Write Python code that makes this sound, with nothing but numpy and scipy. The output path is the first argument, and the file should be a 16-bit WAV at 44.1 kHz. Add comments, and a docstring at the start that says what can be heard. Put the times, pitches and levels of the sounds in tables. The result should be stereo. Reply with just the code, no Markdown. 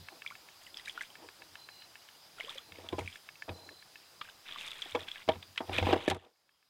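"""Small fish on a line at a woodland stream

A hooked fish slaps and drips at the water's edge: drops are ringing bubbles, slaps and spray are bursts of grains.
Cricket trills are rows of short tones, over shaped noise for the stream, a faint insect chorus and hiss.
The lens drive ticks on a beat, and a hand knocks and rubs the camera body, heard as short noises ringing its modes.
The handling is hardest near the end, after which the level of everything drops sharply, ticks included.
"""
import sys
import numpy as np
from scipy import signal
from scipy.io import wavfile
from scipy.ndimage import uniform_filter1d

SR = 44100
rng = np.random.default_rng(int(sys.argv[2]) if len(sys.argv) > 2 else 0)


def amplitude_ratio(level_db):
    """Convert a level in decibels to the matching linear amplitude (field) ratio."""
    exponent = np.asarray(level_db, float) / 20
    return 10 ** exponent


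def to_wav(sig):
    """Store sig (one row per channel, or 1-D mono) as 16-bit WAV at the path in sys.argv[1].

    Samples outside -1..1 are clipped; the rate is SR.
    """
    pcm = np.clip(np.atleast_2d(sig), -1, 1) * 32767
    pcm = np.round(pcm).astype(np.int16)
    wavfile.write(sys.argv[1], SR, pcm.T)  # frames by channels


N = 295273  # length in samples


def evened(x):
    """Scales a sound to an rms of 1."""
    return x / np.sqrt(np.mean(x ** 2) + 1e-20)


def peaked(x):
    """Scales a sound to a peak of 1."""
    return x / abs(x).max()


def read(points, hz):
    """Reads a curve of (Hz, value) points, with straight lines on a log frequency scale."""
    f, value = np.transpose(points)
    return np.interp(np.log(hz + 1), np.log(f + 1), value)


def band(x, low_hz, high_hz):
    """Keeps the sound between two frequencies."""
    return signal.sosfilt(signal.butter(2, [low_hz, high_hz], "bandpass", fs=SR, output="sos"), x)


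def sides(pan_db):
    """Left and right gains that differ by pan_db."""
    return amplitude_ratio(np.array([pan_db / 2, -pan_db / 2]))


def add(mix, s, sound, pan_db):
    """Adds a one-channel sound to the stereo mix at s seconds."""
    part = mix[:, max(round(s * SR), 0):][:, :len(sound)]
    part += np.outer(sides(pan_db), sound[:part.shape[1]])


def ringing(modes, detune=0):
    """A struck body rings as a sum of fading sines; detune is the random spread of their pitches."""
    t = np.arange(6000) / SR
    out = np.zeros(len(t))
    for hz, db, t60 in modes:
        pitch_hz = hz * (1 + detune * rng.standard_normal())
        out += amplitude_ratio(db - 60 * t / t60) * np.sin(2 * np.pi * pitch_hz * t)
    return out


def shaped(rows):
    """Rows (start, end, dB, rise s over 30 dB, t60, ..) add in power; further columns follow the loudest row."""
    t = np.arange(0, N + 32, 32) / SR
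    start, end, db, rise, t60, *more = np.transpose(rows)[:, :, None]
    below_db = 30 * np.maximum(start - t, 0) / rise + 60 * np.maximum(t - end, 0) / t60
    power = amplitude_ratio(db - np.minimum(below_db, 200)) ** 2
    total = power.sum(0)
    curves = [np.sqrt(total)] + [(power * m).sum(0) / total for m in more]
    return [np.interp(np.arange(N) / SR, t, curve) for curve in curves]


# Colour of the stream, the insect chorus near 5 kHz and the microphone hiss.
# Each row: frequency in Hz, relative level in dB per Hz.
AIR_COLOUR = [(24, -48), (40, -28.5), (108, -10.5), (154, -14), (235, -16.5), (350, -13.5), (449, -14.5),
              (740, -10.5), (926, -11.5), (2110, -15), (2840, -13.5), (4000, -12), (4350, -14),
              (4900, -5.5), (5500, -15), (8000, -19.5), (15500, -22)]
# How alike left and right are. Each row: frequency in Hz, likeness from 0 to 1.
AIR_LIKENESS = [(60, 0.99), (240, 0.49), (950, 0.65), (3770, 0.24), (15000, 0.044)]
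# Recorded level of the background over time, with a sharp fall in recording level around 6 s.
# Each row: time in seconds, level in dB.
AIR_LEVEL = [(0, -56), (5.3, -58), (5.6, -57.5), (5.899, -51), (6.17, -80), (6.22, -74), (6.301, -73.5),
             (6.7, -72)]


def surroundings():
    """Stream, chorus and hiss are noise built from random short-time spectra with faint drifting patches."""
    frames, hz = N // 256 + 5, np.fft.rfftfreq(1024, 1 / SR)
    a, b, c, d, patches = rng.standard_normal((frames, 513, 5)).T
    patches = uniform_filter1d(patches, size=14, axis=0)  # smooth over frequency
    patches = evened(uniform_filter1d(patches, size=8, axis=1))  # and over time
    same = np.clip(read(AIR_LIKENESS, hz), -1, 1)[:, None]
    left = a + 1j * b
    right = same * left + np.sqrt(1 - same ** 2) * (c + 1j * d)
    spectra = np.array([left, right]) * amplitude_ratio(read(AIR_COLOUR, hz)[:, None] + 1.5 * patches)
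    noise = signal.istft(spectra, nperseg=1024, noverlap=768)[1][:, :N]
    level_db = np.interp(np.arange(N) / SR, *np.transpose(AIR_LEVEL))
    return amplitude_ratio(level_db) * evened(noise)


# Cricket trills. Each row: start in seconds, end in seconds, pitch in Hz, wing strokes a second,
# level in dB, left over right in dB.
TRILLS = [(0, 0.17, 4170, 35, -68, -3), (1.563, 1.87, 4072, 40.3, -60, -11.5),
          (1.723, 1.85, 2870, 40, -67, 0), (1.889, 2.18, 2890, 15.6, -70, 0),
          (2.6, 2.718, 4120, 40, -69, -3), (3.516, 3.84, 4065, 40.3, -59, -2),
          (6.503, 6.62, 3230, 31, -84, -3)]
STROKE_S = 0.0177


def crickets():
    """Each wing stroke is a short pure tone of falling pitch, at a steady rate, with a faint tone between strokes."""
    out = np.zeros((2, N))
    for start, end, hz, rate, db, pan_db in TRILLS:
        t = np.arange(round((end - start) * SR)) / SR
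        stroke = np.clip(t % (1 / rate) / STROKE_S, 0, 1)  # progress through the stroke
        gate = 0.061 + np.sin(np.pi * stroke) ** 0.38
        size = amplitude_ratio(1.2 * rng.standard_normal(40))[(t * rate).astype(int)]  # each stroke has its own loudness
        pitch_hz = hz * (1 - 0.0112 * (stroke - 0.5))
        tone = np.sin(2 * np.pi * np.cumsum(pitch_hz) / SR)
        trill = evened(gate * size * tone) * signal.windows.tukey(len(t), 0.15)
        add(out, start, amplitude_ratio(db) * trill, pan_db)
    return out


# Ticks of the lens drive, mostly on a beat of 7.5 a second. Each row: time in seconds, peak level in dB.
TICKS = [(0.0862, -30), (0.2203, -31.5), (0.3534, -35.5), (0.4874, -41), (1.1546, -36.5), (1.288, -34.5),
         (1.4204, -37.5), (1.555, -33), (1.6885, -33), (1.8215, -37), (1.9556, -36), (2.088, -40),
         (2.7214, -34.5), (2.758, -43), (3.157, -35), (3.2894, -31), (3.3557, -41.5), (3.4226, -28.5),
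         (3.6906, -36), (3.825, -40.5), (3.957, -34.5), (4.4904, -32.5), (4.7562, -41), (5.158, -30.5),
         (5.3582, -40), (5.4247, -59), (5.56, -39), (6.3588, -65), (6.4923, -53.5), (6.6273, -57.5)]
# Ringing of the plastic around the lens. Each row: pitch in Hz, relative level in dB,
# time to fade by 60 dB in seconds.
LENS_MODES = [(1160, -11.5, 0.0092), (1758, 0.5, 0.021), (2240, 2.5, 0.013), (2606, -0.5, 0.021),
              (3080, -4.5, 0.014), (3650, -10, 0.02)]


def lens():
    """Each tick is one sharp step and a short burst of noise that ring the plastic around the lens."""
    out = np.zeros((2, N))
    for s, db in TICKS:
        steps = rng.standard_normal(130) * np.exp(-np.arange(130) / 45) * 0.17
        steps[0] = 1
        tick = np.convolve(steps, ringing(LENS_MODES, 0.0061)[:2000])
        add(out, s, amplitude_ratio(db) * peaked(band(tick, 1200, 10000)), 0.6)
    return out


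# Knocks on the camera body. Each row: time in seconds, peak level of the thud in dB before the last filters,
# brightness (crack over thud) in dB, level of the scrape that follows in dB, left over right in dB.
KNOCKS = [(2.785, -39, -8, -57, 2), (2.925, -33, -3, -45, 2), (2.929, -21.5, -21, -40, 1.5),
          (2.982, -23, -17, -41, 4.5), (2.991, -30.5, -12, -34.5, -1), (3.482, -36, -12, -36, 1),
          (3.492, -34.5, -3, -38.5, 4.5), (4.858, -43.5, -2, -54, 1), (4.949, -23.5, -3.5, -30, -3),
          (4.954, -25, -16, -30, 2.5), (5.278, -29, -9, -60, 6), (5.288, -12, -11.5, -25, 2.5),
          (5.605, -29, -14, -30, 1.5), (5.694, -28, -8, -44, 2.5), (5.785, -21, -10.5, -37, -1.5),
          (5.826, -16, -9, -40.5, 2.5), (5.868, -14, -16, -42.5, 2), (5.888, -20.5, -8.5, -33.5, -1),
          (5.908, -22.5, -10.5, -32.5, 4.5), (5.927, -12, -6.5, -21, 2), (5.96, -24.5, -15, -36.5, -0.5),
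          (6.078, -10.5, -11, -45.5, 1.5), (6.099, -29, -16, -52.5, -11), (6.111, -26, 1, -30, 1.5)]
# Ringing of the camera body. Each row: pitch in Hz, relative level in dB, time to fade by 60 dB in seconds.
BODY_MODES = [(230, -16.5, 0.043), (344, -2.5, 0.037), (384.3, -1, 0.054), (489.6, 4.5, 0.046),
              (617, -2, 0.026), (660, -3, 0.066), (784, 3, 0.034), (941, -8, 0.14), (1056, -16.5, 0.017)]
# The hand rubbing the body. Each row: start in seconds, end in seconds, level in dB before the last filters,
# left over right in dB.
RUBS = [(.12, 0.17, -60, 1.5), (0.952, 1.01, -63, -1), (1.185, 1.28, -57.5, 3), (1.408, 1.424, -59.5, 0),
        (1.504, 1.53, -65.5, -4), (2.38, 2.617, -68.5, -4), (2.683, 2.78, -62.5, 3),
        (2.794, 2.907, -56.5, 1.5), (2.995, 3.017, -57, 1), (3.517, 3.53, -53.5, 1),
        (3.563, 3.715, -56.5, 1.5), (4.443, 4.806, -69.5, 2), (4.982, 5.065, -57.5, 1),
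        (5.307, 5.366, -51.5, 1.5), (5.687, 5.934, -45, 1.5), (5.97, 6.003, -43.5, 1.5),
        (6.023, 6.066, -49.5, 2), (6.126, 6.167, -45.5, 1.5), (6.22, 6.284, -61, 2)]
# The whole camera bouncing in the grip. Each row: start in seconds, end in seconds, level in dB.
BOUNCES = [(0, 0.026, -55.5), (1.25, 1.287, -73), (1.52, 1.553, -71), (2.72, 2.73, -60.5),
           (2.785, 2.876, -63), (2.928, 2.963, -46), (2.993, 3.056, -47), (3.496, 3.521, -46),
           (3.62, 3.703, -69), (4.94, 5.017, -56), (5.283, 5.32, -47.5), (5.365, 5.356, -43),
           (5.492, 5.517, -64), (5.62, 5.65, -59), (5.693, 5.8, -46), (5.82, 5.854, -32.5),
           (5.893, 5.96, -41), (6.1, 6.13, -40.5)]
# Rises are the seconds taken for the last 30 dB; t60 is the seconds taken to fade by 60 dB.
RATTLE_S, SCRAPE_RISE_S, SCRAPE_T60 = 0.0079, 0.004, 0.11
RUB_RISE_S, RUB_T60 = 0.04, 0.12
BOUNCE_HZ, BOUNCE_RISE_S, BOUNCE_T60 = 90.5, 0.02, 0.18


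def handling():
    """Knocks are short rattles and rubbing is lumpy noise, both ringing the body; the grip adds a low bounce."""
    out = np.zeros((2, N))
    u = np.arange(round(4 * RATTLE_S * SR)) / (RATTLE_S * SR)  # time in units of RATTLE_S
    for s, db, bright_db, _, pan_db in KNOCKS:
        rattle = rng.standard_normal(len(u)) * np.exp(-u * 2.03) * np.minimum(u * 9, 1)
        thud = peaked(np.convolve(rattle, ringing(BODY_MODES, 0.038)))
        crack = peaked(np.convolve(rattle, ringing(LENS_MODES, 0.034)))
        add(out, s, amplitude_ratio(db) * (thud + amplitude_ratio(bright_db) * crack), pan_db)

    scrapes = [(s, s, db, SCRAPE_RISE_S, SCRAPE_T60, pan_db) for s, _, _, db, pan_db in KNOCKS]
    rubs = [(a, b, db, RUB_RISE_S, RUB_T60, pan_db) for a, b, db, pan_db in RUBS]
    level, pan_db = shaped(scrapes + rubs)
    lump_db = 2.8 * evened(uniform_filter1d(rng.standard_normal(N), size=500))
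    lumps = amplitude_ratio(lump_db) * rng.standard_normal(N)
    rub = evened(signal.oaconvolve(lumps, ringing(BODY_MODES))[:N])
    rub = rub + 0.5 * evened(band(lumps, 230, 970))
    out += level * sides(pan_db) * evened(rub)

    level, = shaped([(a, b, db, BOUNCE_RISE_S, BOUNCE_T60) for a, b, db in BOUNCES])
    hum = np.sqrt(2) * np.sin(2 * np.pi * BOUNCE_HZ * np.arange(N) / SR)
    rumble = rng.standard_normal(N) + 0.55 * rng.standard_normal((2, N))  # shared noise plus some for each side
    bounce = hum + 0.52 * evened(band(rumble, 56, 200))
    return band(band(out, 225, 12000), 190.6, 16000) + level * bounce


# Tail slaps, each a short throw of spray. Each row: time in seconds, level in dB,
# treble relative to that in dB, left over right in dB.
SLAPS = [(.266, -56, -27, -4), (0.771, -46.5, -5, 0), (0.859, -47, -9.5, 0), (1.022, -48, 2.5, 4.5),
         (.884, -53.5, 3.5, 10), (1.01, -42.5, -11.5, -1), (2.402, -47, -33, 2), (2.502, -52, -6.5, 22),
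         (2.578, -44.5, -17, -3), (2.889, -44.5, -33, -2), (2.929, -48, -22, 16.5), (2.99, -35.5, -10.5, 1),
         (3.492, -42, -25, -7), (4.213, -35, -34.5, -2.5), (4.822, -48.5, -29, 0), (4.952, -39, -10.5, 0.5),
         (4.994, -49, -25, -2.5), (5.083, -40.5, -28, -5), (5.29, -27, -22, -3), (5.427, -44, -31.5, 4),
         (5.577, -26.5, -37, -1), (5.781, -29.5, -18.5, 0), (5.934, -33, -13, -3), (6.083, -37.5, -5, 3.5),
         (6.1, -29, -6.5, -4.5), (6.112, -39.5, -12.5, 1), (6.146, -47.5, -3.5, -0.5),
         (6.166, -65.5, 1, -2)]
# Spray falling back while the fish thrashes. Each row: start in seconds, end in seconds, level of the grains in dB,
# treble relative to that in dB, left over right in dB.
SPRAYS = [(0.292, .38, -70, -12.5, -6), (0.613, 0.674, -63, 0, -2.5), (0.76, .81, -58, -7, 0.5),
          (0.85, 0.914, -56.5, -1, 0), (0.95, 1.055, -57, -17.5, -3), (2.381, 2.58, -54, -9, 0.5),
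          (2.746, 2.87, -61, -14, -2), (2.967, 3.168, -57.5, -6, 1.5), (4.241, 4.3, -55.5, -12.5, -2),
          (4.465, 4.57, -49, -19, -1), (4.582, 4.687, -46.5, -9, -0.5), (4.71, 4.928, -50, -10.5, -0.5),
          (4.993, 5.03, -49.5, -10, -1), (5.072, 5.223, -52.5, -13.5, -1), (5.317, 5.333, -50, -30.5, -3),
          (5.66, 5.705, -59, -16.5, 0), (5.733, 5.801, -38.5, -18, -1.5), (5.851, 5.923, -39, -19, -2),
          (5.959, 6.12, -47, -14.5, 0), (6.116, 6.255, -65, -13.5, -2)]
# Colour of the spatter. Each row: frequency in Hz, relative level in dB per Hz.
WET_COLOUR = [(410, -48), (700, -30), (900, -16.5), (1300, -13.5), (1790, -11), (2400, -6), (2850, -8),
              (3350, -3), (3850, -9), (4200, -26.5), (5980, -51)]
SLAP_RISE_S, SLAP_T60 = 0.002, 0.04
SPRAY_RISE_S, SPRAY_T60 = 0.03, 0.1
DENSE_DB = -46  # spray above this level merges into an even wash
GRAIN_SPREAD_DB = 3.2  # a few drops of spray are much larger than the rest


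def spatter():
    """Spray is many tiny ringing grains over a fine wash; a slap is one dense burst; a fizz of clicks lies above."""
    slaps = [(s, s, db, SLAP_RISE_S, SLAP_T60, *more) for s, db, *more in SLAPS]
    slap, slap_treble_db, slap_pan_db = shaped(slaps)
    sprays = [(a, b, db, SPRAY_RISE_S, SPRAY_T60, *more) for a, b, db, *more in SPRAYS]
    spray, treble_db, pan_db = shaped(sprays)

    t = np.arange(500) / SR
    grains, wash = np.zeros((2, N)), np.zeros((2, N))
    mixing = np.array([[1, 0.12], [1, -0.15]])  # left and right are nearly alike
    for hz in np.geomspace(800, 4300, num=24):
        sizes = amplitude_ratio(GRAIN_SPREAD_DB * np.minimum(rng.exponential(1, (2, N)), 4))
        hits = sizes * (rng.random((2, N)) < 90 / SR)  # about 90 a second
        grain = np.sin(2 * np.pi * hz * t * (1 + 8 * t)) * np.exp(-t * hz / 5.7)
        grain = grain * hz * amplitude_ratio(read(WET_COLOUR, hz))
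        causes = np.vstack([mixing @ hits, mixing @ rng.standard_normal((2, N))])
        both = signal.oaconvolve(causes, grain[None], axes=1)
        grains += both[:2, :N]
        wash += both[2:, :N]
    grains, wash = evened(grains), evened(wash)

    hiss = evened(band(rng.standard_normal((2, N)), 3500, 9700))
    clicks = amplitude_ratio(2.8 * np.minimum(rng.exponential(1, N), 4)) * (rng.random(N) < 500 / SR)
    fizz = evened(uniform_filter1d(clicks, size=40) * hiss)
    dense = spray / (spray + amplitude_ratio(DENSE_DB))
    spray_sound = grains + 0.8 * dense * wash + amplitude_ratio(treble_db) * fizz
    slap_sound = wash + amplitude_ratio(slap_treble_db) * hiss
    return spray * sides(pan_db) * spray_sound + slap * sides(slap_pan_db) * slap_sound


# Drops and bubbles. Each row: time in seconds, peak level in dB, starting pitch in Hz, left over right in dB.
DROPS = [(0.2483, -47, 1300, 1), (0.263, -28, 2260, -1), (0.2755, -32, 3280, -1.5),
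         (0.3032, -37.5, 2170, 0), (0.3094, -40.5, 1100, -2), (0.321, -41.5, 1370, 0),
         (0.666, -40.5, 2880, -2), (0.7437, -34.5, 3430, -1), (0.7707, -35.5, 3300, -2),
         (.771, -32.5, 4730, 4), (.778, -37.5, 5230, 4), (.787, -41, 3100, 0), (.796, -43, 1930, 2.5),
         (0.797, -39, 3660, 2), (0.8574, -34, 3720, -2), (0.8742, -37.5, 1720, -2), (0.8804, -31, 2260, 1),
         (0.8961, -29, 3240, 0), (.9627, -46, 3050, 0), (0.9766, -29.5, 1387, -0.5), (.995, -44, 2800, 0),
         (1.009, -30, 1970, 0), (1.0139, -31, 1636, 1), (1.0334, -41, 2270, -1.5), (1.103, -44, 3050, -2),
         (2.384, -42.5, 1380, 0), (2.4009, -30.5, 2850, 0), (2.4075, -27.5, 2110, -1),
         (2.448, -35, 3040, 1), (2.4943, -29, 3460, 0), (2.4748, -41, 3340, 7), (2.5068, -36.5, 3250, -3),
         (2.5821, -30, 3280, 1), (2.8883, -28, 3330, 1), (3.009, -38, 2140, -3), (3.0605, -41.5, 2530, -8),
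         (3.0762, -28, 2270, -1), (3.127, -39.5, 3160, -2), (4.2137, -33, 1180, -2), (4.252, -44, 1570, 0),
         (4.2887, -42, 1550, 0), (4.5235, -30, 3370, 1), (4.56, -37, 1130, -1), (4.611, -33.5, 2660, -2.5),
         (4.678, -31, 3430, -3), (4.707, -34, 3650, 3), (4.7165, -30.5, 3370, -3.5), (4.82, -25, 3450, 0),
         (4.824, -25.5, 3200, -3), (4.9216, -36.5, 3500, -5), (4.9605, -31, 3260, 0.5),
         (4.9933, -40, 3320, 2), (5.016, -39.5, 3380, 5), (5.086, -30, 3300, 1), (5.1157, -27.5, 3300, -1),
         (5.4283, -44.5, 3480, -23), (5.5766, -23.5, 3220, -4), (5.7306, -32, 2390, -1),
         (5.7839, -18, 2450, 8)]
# Larger air pockets closing under the fish. Each row: time in seconds, peak level in dB, starting pitch in Hz,
# time to fade by 60 dB in seconds, rise in octaves over that time (below 0 falls), left over right in dB.
GULPS = [(.67, -48.5, 2140, .05, -1, -2), (.876, -40.5, 1670, 0.066, 1, 0), (2.397, -44, 570, 0.053, 2, 2),
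         (2.441, -45, 443, 0.049, .2, 0), (2.47, -49.5, 556, 0.12, .4, -2),
         (2.482, -44.5, 1030, 0.13, 3, -2), (2.508, -51, 773, .22, 10, 0),
         (2.556, -46.5, 520, 0.07, 0.5, 8), (2.585, -54, 1050, 0.21, 4.5, -2)]
DROP_T60, DROP_RISE = 0.019, 0.25  # ring of a 2 kHz bubble in s (larger ones ring longer), rise in octaves


def drops():
    """A drop clicks as it lands, then the trapped bubble rings, nearly always with a rising pitch."""
    out, t = np.zeros((2, N)), np.arange(5000) / SR
    small = [(s, db, hz, DROP_T60 * (2000 / hz) ** 0.79, DROP_RISE, pan_db) for s, db, hz, pan_db in DROPS]
    for s, db, hz, t60, rise, pan_db in small + GULPS:
        pitch_hz = hz * 2 ** (rise * np.minimum(t / t60, 1))
        bubble = np.sin(2 * np.pi * np.cumsum(pitch_hz) / SR)
        bubble *= amplitude_ratio(-60 * t / t60) * (1 - np.exp(-t / 0.00024))  # fade and soft start
        click = band(rng.standard_normal(len(t)), 850, 8000) * np.exp(-t / 0.0018)
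        drop = band(bubble, hz * 0.4, 11800) + 0.21 * click
        add(out, s, amplitude_ratio(db) * peaked(drop), pan_db)
    return out


def bank(x):
    """Early echoes from stones and water, of random sign and fading, a little later on the right."""
    taps = np.zeros((2, 1800))
    taps[:, 60::45] = rng.choice([-1., 1.], taps[:, 60::45].shape)
    taps[1] = np.roll(taps[1], 17)
    taps *= amplitude_ratio(-60 * np.arange(1800) / SR / 0.17)  # fades by 60 dB in 0.17 s
    return signal.oaconvolve(x, taps / np.linalg.norm(taps[0]), axes=1)[:, :N]


LAG = 2  # samples by which the left side hears first


def scene():
    """Drops and crickets get echoes, spatter and camera noises stay dry, and the surroundings lie beneath."""
    outside = drops() + crickets()
    near = outside + amplitude_ratio(-11) * bank(outside) + spatter() + lens() + handling()
    return np.array([near[0], np.roll(near[1], LAG)]) + surroundings()


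def top_cut(x):
    """Nothing passes above the cut-off."""
    return signal.sosfilt(signal.butter(12, 15750, fs=SR, output="sos"), x)


def record(dry):
    """Turns the finished mix into the sound that is saved."""
    return top_cut(dry)


dry = scene()
out = record(dry)
to_wav(out)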